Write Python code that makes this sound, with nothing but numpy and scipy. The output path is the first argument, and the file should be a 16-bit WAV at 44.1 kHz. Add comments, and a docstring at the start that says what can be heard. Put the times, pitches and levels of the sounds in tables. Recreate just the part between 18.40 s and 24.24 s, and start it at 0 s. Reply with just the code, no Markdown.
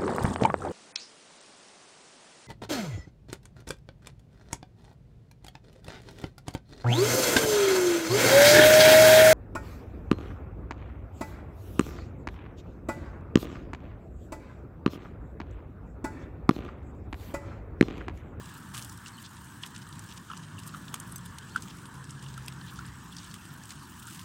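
"""A far rumble with passing engine drones, a midrange wash and a fine hiss run throughout: shaped noise
and wavering sines. From the start, too, paws rub grit and puppies gnaw and crackle a raw chicken: grains.
Then come smacks (bursts in bands of noise), tearing rasps (clumped grains), mouth pops (short sagging sines)
with bubbling froth, and wet squeaks (bending whistles). Around the middle, the chain that holds the chicken
clinks twice (decaying partials). The yard adds one echo and a short scatter to nearby sounds, save the gnawing."""
import sys
import numpy as np
from scipy import signal
from scipy.fft import rfft, irfft
from scipy.io import wavfile
from scipy.ndimage import uniform_filter1d

SR = 44100
rng = np.random.default_rng(int(sys.argv[2]) if len(sys.argv) > 2 else 0)


def log_audio(samples):
    """Write samples as a 16-bit WAV file to the path given in sys.argv[1]."""
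    # one column per channel
    frames = np.atleast_2d(samples).T
    # limit to full scale, then quantise
    limited = np.clip(frames, -1, 1)
    pcm = np.round(limited * 32767).astype(np.int16)
    wavfile.write(sys.argv[1], SR, pcm)


N = 257544
TIME = np.arange(N) / SR  # s

# Spectrum levels are relative; event levels precede the high-pass, yard and microphone colour.
# Far traffic rumble: t/s, level/dB before the rumble trim
RUMBLE_LEVEL = [(0, -44.5), (1, -47.5), (2.2, -45.5), (4.1, -45.5), (5.2, -47), (5.84, -46)]
# Upper edge of the rumble: t/s, rms level/dB
UPPER_RUMBLE_LEVEL = [(0, -67), (1, -76), (2.2, -71.5), (3.1, -63.5), (4.5, -67.5), (5.2, -77), (5.84, -79)]
# Far engines swelling and fading: one end t/s, other end t/s, f/Hz, rms level/dB at full swell before throb
ENGINE_DRONES = [(0.55, 0.28, 119, -53), (0.43, .65, 99, -52.5), (1.4, 1.1, 153, -57), (0.8, 1.12, 98, -56),
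                 (1.7, 1.6, 101.5, -47.5), (2.06, 2.29, 100, -52), (1.7, 2.9, 152.5, -55),
                 (1.9, 2.6, 150, -57), (3, 3.3, 100.4, -52), (1.5, 3.7, 176.5, -56),
                 (3.5, 4.67, 131.5, -47.5), (3.5, 4.0, 139.5, -47.5), (3.5, 5.25, 65, -58.5),
                 (4, 5.02, 176, -52.5), (5, 6, 130, -60), (3.5, 6.8, 100, -62)]
# Spectrum of the rumble: f/Hz, level/dB
RUMBLE_SPECTRUM = [(20, -39), (40, -19.5), (65, -5.5), (110, 1), (170, -1), (250, -6), (350, -13.5),
                   (500, -34), (800, -46), (2000, -81)]
# Distant midrange wash: t/s, rms level/dB
WASH_LEVEL = [(0.0, -52), (1.97, -54), (2.52, -52), (3.76, -53), (4.18, -52), (5.61, -54), (5.84, -52.5)]
# Dull lower edge of the wash: t/s, rms level/dB
DULL_LEVEL = [(0, -66.5), (.45, -71), (.7, -73), (1.9, -68), (2.25, -66), (2.55, -62.5), (2.9, -73),
              (3.3, -72.5), (4.1, -71.5), (4.6, -84), (5.2, -65), (5.45, -85), (5.84, -82)]
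# Spectrum of the midrange air: f/Hz, level/dB
AIR_SPECTRUM = [(300, -41), (600, -15), (760, -7), (930, 6), (1500, 3.5), (1750, 4), (2050, -7.5),
                (2550, -12.5), (2900, -8), (4300, -15.5), (7000, -37), (11000, -67)]
# Spectrum of the fine hiss: f/Hz, level/dB
HISS_SPECTRUM = [(1500, -30), (4000, -10), (5500, -6), (7000, -4), (8000, 2), (9000, -2), (9800, -9),
                 (10600, -14), (16000, -15)]
# Grit shifting under paws: t/s, level/dB before the shuffle boost
GRIT_LEVEL = [(0.0, -62.5), (0.49, -56.5), (0.68, -63.5), (0.97, -65), (1.69, -63.5), (2.03, -76),
              (2.26, -63), (2.36, -60.5), (2.96, -70.5), (3.38, -62.5), (3.66, -79), (3.89, -69),
              (4.31, -63), (4.49, -70), (5.19, -65.5), (5.45, -61), (5.66, -60), (5.84, -58)]
# Spectrum of the grit: f/Hz, level/dB
GRIT_SPECTRUM = [(1500, -32), (3000, -5.5), (6000, 0), (9000, 0.5), (12000, 1), (16000, 5.5)]
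# Wet rustle of gnawing, with lulls between bouts: t/s, rms level/dB
GNAWING_LEVEL = [(.1, -60.5), (.25, -68), (.45, -59), (.55, -78), (.8, -67), (1.02, -67), (1.18, -63),
                 (1.3, -59), (1.44, -70), (1.68, -59), (1.83, -69), (1.93, -60), (2.04, -57.5), (2.11, -69),
                 (2.22, -62), (2.65, -65), (2.9, -66), (3.06, -61), (3.3, -59.5), (3.48, -73), (3.9, -60.5),
                 (4.15, -63), (4.35, -65), (4.55, -62.5), (4.9, -56.5), (5.1, -65.5), (5.42, -59),
                 (5.84, -70)]
# Spectrum of that rustle: f/Hz, level/dB
RUSTLE_SPECTRUM = [(1700, -28), (2350, -3), (2900, 0), (3600, -3.5), (4400, -6), (6500, -6), (10000, -17),
                   (16000, -42)]
# Smacks of lips, teeth and gristle: t/s, short-term peak level/dB before trim, centre f/Hz, spread/octaves each way
LIP_SMACKS = [(0.057, -46, 4450, 0.71), (.3426, -40, 9000, .6), (0.346, -36, 2500, 1.1),
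              (0.3685, -34.5, 6000, 1.1), (.3835, -37, 7000, 1), (0.4238, -33.5, 5900, 0.68),
              (0.447, -33, 8300, 0.76), (.467, -49, 8500, 1), (0.4954, -39.5, 6300, 0.24),
              (.5741, -43, 9200, 0.55), (0.6608, -41.5, 3300, .9), (.6695, -42, 5000, 0.55),
              (0.6813, -39, 6700, 0.27), (0.862, -45, 5200, 0.69), (0.9667, -47, 5000, 0.61),
              (1.229, -44.5, 7200, .4), (1.2346, -33.5, 3180, 0.49), (1.3493, -46, 4560, .4),
              (1.3624, -42, 2700, .7), (1.362, -38.5, 6200, 0.38), (1.3785, -43, 6600, .5),
              (1.4187, -48, 4300, 0.62), (1.466, -49, 4900, 0.53), (1.4895, -44, 8240, .6),
              (1.526, -41.5, 4270, 0.36), (1.593, -35.5, 7000, 0.47), (1.723, -42.5, 4400, 0.38),
              (1.774, -47.5, 4200, 1), (1.9684, -44, 3830, 0.65), (1.974, -38.5, 6670, 0.57),
              (2.0337, -49, 3200, .6), (2.234, -43, 4600, .8), (2.291, -47, 3700, .4),
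              (2.481, -40, 3770, 0.33), (2.5414, -25, 6200, 1.03), (2.5407, -36.5, 1260, 0.52),
              (2.6, -31.5, 8900, 0.37), (2.722, -35.5, 9600, .22), (2.781, -38, 8500, .4),
              (2.860, -41, 10500, 0.44), (2.9842, -35, 4000, 1.34), (3.0945, -47, 5000, .7),
              (3.1614, -35, 5370, 0.91), (3.2216, -36, 6230, .5), (3.2986, -48, 3700, 0.69),
              (3.455, -45, 5500, 1.1), (3.5404, -47, 8100, 0.42), (3.6935, -46.5, 3300, 0.36),
              (3.6413, -43.5, 7000, 0.46), (3.706, -38, 6700, 0.3), (3.885, -44, 4600, 0.7),
              (3.9404, -40.5, 4860, 0.56), (3.977, -40.5, 6400, 0.96), (4.061, -40.5, 8900, 0.41),
              (4.0813, -31.5, 4200, 1.8), (4.082, -37.5, 4700, 0.15), (4.123, -45, 4000, 0.88),
              (4.212, -44.5, 3800, 0.31), (4.2457, -53, 3200, .3), (4.358, -45, 5440, 0.22),
              (4.3897, -42.5, 4970, 0.62), (4.4537, -47, 4800, 0.082), (4.4628, -44, 9340, .2),
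              (4.7658, -36, 5100, 0.25), (4.844, -43.5, 6340, 0.62), (4.9127, -49, 6300, 0.27),
              (4.9407, -35, 4670, 1.7), (5.053, -43, 6000, 1.1), (5.2357, -42, 6100, 0.35),
              (5.2552, -41.5, 7600, .8), (5.2932, -42, 5200, 1.2), (5.3051, -34, 5300, 0.46),
              (5.321, -42, 6200, 1.1), (5.6695, -35, 8700, 0.28), (5.746, -38, 6300, 1.4),
              (5.792, -44, 4200, .6)]
# Tearing meat and scuffed grit: t/s, length/s, rms level/dB, centre f/Hz, spread/octaves each way
TEARING_RASPS = [(.328, .066, -54.5, 1150, 0.4), (0.334, 0.037, -47, 5600, 1.1),
                 (0.368, 0.033, -45, 5600, 1.2), (0.354, 0.14, -66, 650, 0.4),
                 (0.39, 0.016, -50, 5500, 1.2), (0.408, 0.03, -52.5, 7000, .9),
                 (0.662, 0.031, -52, 5030, 0.5), (.815, 0.022, -53.5, 10000, .6),
                 (0.828, 0.051, -53.5, 4440, 0.4), (1.233, 0.023, -54.5, 1200, 0.42),
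                 (1.239, .015, -58, 2900, 0.72), (1.255, .012, -47.5, 6000, 1.2),
                 (1.266, 0.014, -53, 7600, .6), (1.679, 0.048, -55.5, 4000, .8),
                 (1.761, 0.026, -52, 4970, 0.71), (2.185, 0.021, -51, 6500, 1.1),
                 (2.262, 0.028, -47, 9500, 0.68), (2.553, 0.014, -52, 4200, 1),
                 (2.714, .012, -51, 10500, .25), (2.85, 0.016, -53, 10500, .45),
                 (3.168, 0.02, -54.5, 3900, 0.5), (3.224, 0.023, -59, 6000, 0.56),
                 (3.273, 0.017, -59.5, 2950, 0.22), (3.297, .02, -55.5, 3800, 0.55),
                 (3.82, 0.031, -54.5, 5000, 1.1), (4.266, 0.044, -56, 3600, 0.31),
                 (4.359, 0.033, -60, 5600, 0.5), (4.44, 0.043, -59.5, 1620, 0.16),
                 (4.774, 0.026, -49, 5070, 0.3), (4.792, 0.088, -58.5, 5000, 0.55),
                 (1.413, 0.021, -59, 4300, .6), (4.936, 0.036, -59, 4500, .8),
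                 (5.302, 0.023, -52, 3000, 1.4), (5.655, 0.1, -51.5, 6500, 1.2),
                 (5.727, 0.25, -53.5, 5450, 1.2)]
# Hollow pops as suction lets go in a mouth: t/s, level/dB at full swell, cavity f/Hz, swell time/s
MOUTH_POPS = [(.6605, -46, 2860, .0016), (.778, -48, 3050, 0.0016), (0.785, -49, 3060, 0.0019),
              (1.2351, -32.5, 2960, 0.0011), (1.8991, -35.5, 1307, 0.0038), (1.9139, -34, 1230, 0.0013),
              (1.9152, -43, 3030, 0.0012), (1.9343, -36.5, 1270, 0.0014), (1.9338, -45, 2770, .0012),
              (2.182, -44.5, 2800, 0.0019), (2.3395, -38, 1380, 0.0019), (2.3464, -33, 1290, 0.0018),
              (2.5409, -33, 1190, 0.0012), (3.148, -40.5, 1440, 0.0025), (3.1593, -19.5, 1433, 0.0022),
              (3.172, -42, 1560, .0026), (3.864, -46, 2940, .0016), (3.977, -40.5, 1340, 0.0036),
              (4.0815, -41, 2420, 0.0012), (4.389, -35.5, 1400, 0.0026), (4.407, -45, 1440, 0.0037),
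              (4.724, -44, 3400, 0.0022)]
# Air sucked past the meat: t/s, length/s, rms level/dB, start f/Hz, middle f/Hz, end f/Hz
WET_SQUEAKS = [(.728, .046, -61, 4400, 4400, 3850), (.776, .032, -62, 4100, 4600, 4900),
               (3.105, 0.035, -61, 4050, 4450, 4200)]
# Chain clinks as it is tugged: t/s, peak level/dB
CHAIN_CLINKS = [(2.7595, -22.5), (3.222, -36)]
# Partials of a chain link: f/Hz, relative level/dB, 60 dB decay time/s
LINK_PARTIALS = [(4840, -15, 0.047), (6250, -6, 0.058), (8050, -3, .033), (9507, -10, 0.023),
                 (11700, 2, .024), (15200, -2, .015)]
# Microphone colour on the nearby sounds: f/Hz, level/dB
MICROPHONE_COLOUR = [(1700, 3.5), (2350, 0.5), (2900, 5.5), (4200, -1.5), (7000, -1.5), (8300, 2),
                     (10000, -3), (16000, -7.5)]


def amp(db):
    """Turns decibels into gain."""
    return 10 ** (np.asarray(db) / 20)


def evened(x):
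    """Scales a sound to rms 1."""
    return x / np.sqrt(np.mean(x ** 2) + 1e-20)


def curve(rows):
    """Joins (t/s, value) rows by straight lines."""
    return np.interp(TIME, *np.transpose(rows))


def add(mix, s, sound):
    """Mixes a sound in at time s, cut off at the end of the mix."""
    part = mix[max(round(s * SR), 0):][:len(sound)]
    part += sound[:len(part)]


def drift(per_s):
    """Slow random wander of rms 1, from noise smoothed above about per_s Hz."""
    count = N // 32  # a coarse time grid is enough
    smoothing = np.exp(-(np.fft.rfftfreq(count, N / count / SR) / per_s) ** 2)
    slow = irfft(rfft(rng.standard_normal(count)) * smoothing, count)
    return np.interp(TIME, np.linspace(0, N / SR, count), evened(slow))


def colour(x, points):
    """Filters by a (f/Hz, level/dB) spectrum, drawn straight over log frequency."""
    hz, db = np.transpose(points)
    log_bins = np.log(np.fft.rfftfreq(N, 1 / SR) + 1)
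    return irfft(rfft(x) * amp(np.interp(log_bins, np.log(hz), db)), N)


def noise(points):
    """Noise of rms 1 with a (f/Hz, level/dB) spectrum."""
    return evened(colour(rng.standard_normal(N), points))


def band(x, hz, octaves, order=1):
    """One resonance, steeper with its order; appended silence lets it ring out."""
    ratio = 2 ** (abs(octaves) + .05)  # slightly widened, so no band is too narrow
    edges = np.clip([hz / ratio, hz * ratio], [50, 100], [SR * .4, SR * .48])
    sos = signal.butter(order, edges, "bandpass", fs=SR, output="sos")
    return signal.sosfilt(sos, np.pad(x, (0, 256)))


def thin(x, hz):
    """High-pass: tiny sources radiate no bass."""
    return signal.sosfilt(signal.butter(2, hz, "highpass", fs=SR, output="sos"), x)


def grains(size, per_s, spread_db):
    """Sparse clicks of random sign, a few much larger than the rest."""
    chance, sign, large = rng.random((size, 3)).T
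    sizes = amp(spread_db * np.minimum(-np.log(1 - large), 4))
    return (chance < per_s / SR) * np.sign(sign - .5) * sizes


def gritty(points, per_s, spread_db):
    """A dense run of separate grains, of rms 1, with a (f/Hz, level/dB) spectrum."""
    return evened(colour(grains(N, per_s, spread_db), points))


def patchy(x, depth_db, hold_s, width_hz):
    """Lets patches of the spectrum swell and sink independently; returns rms 1."""
    spectra = signal.stft(x, nperseg=512, noverlap=384)[2]  # frames step by 128 samples
    field = rng.standard_normal(spectra.shape)
    field = uniform_filter1d(field, max(round(hold_s * SR / 128), 1), axis=1)
    field = uniform_filter1d(field, max(round(width_hz * 512 / SR), 1), axis=0)
    spectra = spectra * amp(depth_db * evened(field))
    return evened(signal.istft(spectra, nperseg=512, noverlap=384)[1][:N])


def traffic(rumble_db=-2, patchy_db=2, throb_db=1.1, upper_hz=390):
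    """A low, lumpy rumble in which wavering engine drones come and go."""
    rumble = patchy(noise(RUMBLE_SPECTRUM), depth_db=patchy_db, hold_s=0.06, width_hz=90)
    upper = evened(band(rng.standard_normal(N), upper_hz, 0.27, order=2)[:N])
    out = amp(rumble_db + curve(RUMBLE_LEVEL)) * rumble + amp(curve(UPPER_RUMBLE_LEVEL)) * upper
    for start, end, hz, db in ENGINE_DRONES:
        progress = np.clip((TIME - start) / (end - start), 0, 1)  # either end may come first
        passing = np.sqrt(np.sin(np.pi * progress) + 1e-9)
        turns = np.cumsum(hz * (1 + .008 * drift(4))) / SR
        throb = amp(throb_db * drift(4.0))
        out += amp(db) * throb * passing * np.sqrt(2) * np.sin(2 * np.pi * turns)
    return out


def wash(dull_hz=600, dull_octaves=0.51, hiss_db=-62):
    """Distant midrange wash with a dull lower edge, plus a fine hiss; air and hiss waver in patches."""
    air = patchy(noise(AIR_SPECTRUM), depth_db=2.5, hold_s=.06, width_hz=260)
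    hiss = patchy(noise(HISS_SPECTRUM), depth_db=2.5, hold_s=.07, width_hz=600)
    dull = evened(band(rng.standard_normal(N), dull_hz, dull_octaves, order=2)[:N])
    return amp(curve(WASH_LEVEL)) * air + amp(curve(DULL_LEVEL)) * dull + amp(hiss_db) * hiss


def shuffle(level_db=8.5, clump_db=3.5, clumps_per_s=90, shift_db=2, shifts_per_s=7):
    """Many sand grains rub under the paws in uneven clumps of shifting colour, swelling as weight shifts."""
    grit = gritty(GRIT_SPECTRUM, per_s=3000, spread_db=2)
    fizz = patchy(grit, depth_db=3, hold_s=.04, width_hz=1000)
    unevenness = amp(clump_db * drift(clumps_per_s) + shift_db * drift(shifts_per_s))
    return amp(level_db + curve(GRIT_LEVEL)) * evened(fizz * unevenness)


def gnawing(patchy_db=3.5, clump_db=3.0, clumps_per_s=70):
    """Wet meat crackles on teeth and gums in uneven clumps whose colour keeps shifting."""
    fibres = gritty(RUSTLE_SPECTRUM, per_s=1500, spread_db=2.5)
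    rustle = patchy(fibres, depth_db=patchy_db, hold_s=.035, width_hz=400)
    return amp(curve(GNAWING_LEVEL)) * evened(rustle * amp(clump_db * drift(clumps_per_s)))


def chewing(idle_db=-67.5, bite_db=-61, lead_s=0.005, bite_s=0.018):
    """Gain of the wet crackle: it jumps as the jaws work at each smack or pop, then trails off."""
    working = np.zeros(N)
    for s, *_ in LIP_SMACKS + MOUTH_POPS:
        distance = np.maximum((s - TIME) / lead_s, (TIME - s) / bite_s)
        working = np.maximum(working, np.exp(-distance))
    return amp(idle_db) + amp(bite_db) * working


def crackle(per_s=14, decay=0.0016, octaves=0.23, tilt_db=-1):
    """Small wet ticks go on throughout: sixteen short fizzes, each with its own pitch, strike at random."""
    out, t = np.zeros(N), np.arange(SR // 60) / SR
    for octave in np.linspace(0, 1.8, num=16):
        snaps = rng.standard_normal(len(t)) * (1 - np.exp(-t / decay)) * np.exp(-t / decay)
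        fizz = evened(band(snaps, 2900 * 2 ** octave, octaves, order=2))
        tick = amp(tilt_db * octave) * fizz  # tilt in dB per octave
        out += signal.oaconvolve(grains(N, per_s, 2.2), tick)[:N]
    return chewing() * evened(thin(out, 3240))


def smacks(level_db=-3.5, rise=0.00015, decay_s=0.004, low_hz=800, uneven_db=5.5, skirt_db=-13):
    """A wet film breaks in a quick run of uneven snaps that stops short, ringing in the mouth."""
    out, t = np.zeros(N), np.arange(SR // 30) / SR
    for s, db, hz, octaves in LIP_SMACKS:
        fizz, size = rng.standard_normal((2, len(t)))
        envelope = (1 - np.exp(-t / rise)) * np.exp(-(t / decay_s) ** 2)
        snaps = fizz * amp(uneven_db * size) * envelope
        skirt = amp(skirt_db) * band(snaps, hz, 0.88)  # a little escapes through gentler slopes
        sound = band(snaps, hz, octaves, order=2) + skirt
        peak = np.sqrt(uniform_filter1d(sound ** 2, size=88).max())  # loudest 2 ms
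        add(out, s, amp(db) * sound / peak)
    return amp(level_db) * thin(out, low_hz)


def rasps(per_s=2800, spread_db=3, low_hz=550):
    """Fibres and grit give way in dense clumps of grains."""
    out = np.zeros(N)
    clumps = amp(3 * drift(160))
    for s, length, db, hz, octaves in TEARING_RASPS:
        swell = clumps[round(s * SR):][:round(length * SR)]
        envelope = swell * signal.windows.tukey(len(swell), .5)
        source = grains(len(swell), per_s, spread_db) * envelope
        add(out, s, amp(db) * evened(band(source, hz, octaves, order=2)))
    return thin(out, low_hz)


def pops(sag=0.024, sputter=0.15, spit_db=-27, spit_hz=3800, spit_octaves=0.82, low_hz=700):
    """The mouth cavity rings briefly, its pitch sagging as it widens; saliva makes it sputter and spit."""
    out, t = np.zeros(N), np.arange(SR // 40) / SR
    for s, db, hz, swell in MOUTH_POPS:
        u = t / swell
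        turns = np.cumsum(hz * (1 - sag * np.tanh(u - 1))) / SR
        flutter, spray = rng.standard_normal((2, len(t)))
        wobble = sputter * evened(uniform_filter1d(flutter, size=60))  # radians
        ring = np.sin(2 * np.pi * turns + wobble)
        spit = amp(spit_db) * evened(band(spray, spit_hz, spit_octaves, order=2)[:len(t)])
        envelope = u * np.exp((1 - u ** 2) / 2)  # reaches 1 at the swell time
        add(out, s, amp(db) * envelope * (ring + spit))
    return thin(out, low_hz)


def squelches(level_db=-19, limit_db=-35, delay_s=.01, octaves=0.29, ragged_db=4, small_db=-5):
    """After each pop, saliva bubbles on raggedly in the same cavity, less so in a small one."""
    out, t = np.zeros(N), np.arange(SR // 15) / SR
    ragged = amp(ragged_db * drift(250))
    envelope = t / delay_s * np.exp(1 - t / delay_s)
    for s, db, hz, _ in MOUTH_POPS:
        froth = rng.standard_normal(len(t)) * ragged[round(s * SR):][:len(t)]
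        bubbling = evened(band(froth, hz, octaves, order=2)[:len(t)])
        octaves_up = np.log2(hz / 1000)  # a smaller cavity sounds higher
        # pops louder than the limit stir up no more saliva
        gain = amp(min(db, limit_db) + level_db + small_db * octaves_up)
        add(out, s, gain * envelope * bubbling)
    return out


def squeaks(waver=0.027, flutter_db=3):
    """Thin, fluttering whistles whose pitch bends as the wet gap changes size."""
    out = np.zeros(N)
    unsteady, flutter = 1 + waver * drift(300), amp(flutter_db * drift(150))
    for s, length, db, *path_hz in WET_SQUEAKS:
        u = np.linspace(0, 1, round(length * SR))
        now = round(s * SR) + np.arange(len(u))
        turns = np.cumsum(np.interp(u, [0, .5, 1], path_hz) * unsteady[now]) / SR
        envelope = signal.windows.tukey(len(u), .5) * flutter[now]
        add(out, s, amp(db) * evened(envelope * np.sin(2 * np.pi * turns)))
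    return out


def chain():
    """Two links touch and ring briefly, each partial dying at its own rate."""
    out, t = np.zeros(N), np.arange(SR // 12) / SR
    ring = sum(amp(db - 60 * t / t60) * np.sin(2 * np.pi * hz * t) for hz, db, t60 in LINK_PARTIALS)
    for s, db in CHAIN_CLINKS:
        add(out, s, amp(db) * ring / abs(ring).max())
    return out


def yard(x, echo_db=-22, echo_s=0.006, scatter_db=-16, t60=0.052):
    """One echo off the nearby wall and a short scatter from gravel and clutter."""
    t = np.arange(SR // 4) / SR
    tail = grains(len(t), 1900, 0.66) * amp(-60 * t / t60) * (1 - np.exp(-t / 0.012))
    response = amp(scatter_db) * tail / np.linalg.norm(tail)
    add(response, echo_s, amp([echo_db]))
    return x + signal.oaconvolve(x, response)[:N]


def scene():
    """The feeding puppies in their yard, over the gnawing, traffic and wash, which skip the yard."""
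    mouths = crackle() + smacks() + rasps() + pops() + squelches() + squeaks()
    nearby = colour(yard(shuffle() + mouths + chain()), MICROPHONE_COLOUR)
    return (traffic() + wash() + gnawing() + nearby)[None]


def record(dry, edge_hz=15950):
    """Limits the band with a steep low-pass."""
    lowpass = signal.firwin(511, edge_hz, window=("kaiser", 9), fs=SR)
    return signal.oaconvolve(dry, lowpass[None], "same")


dry = scene()
out = record(dry)
log_audio(out)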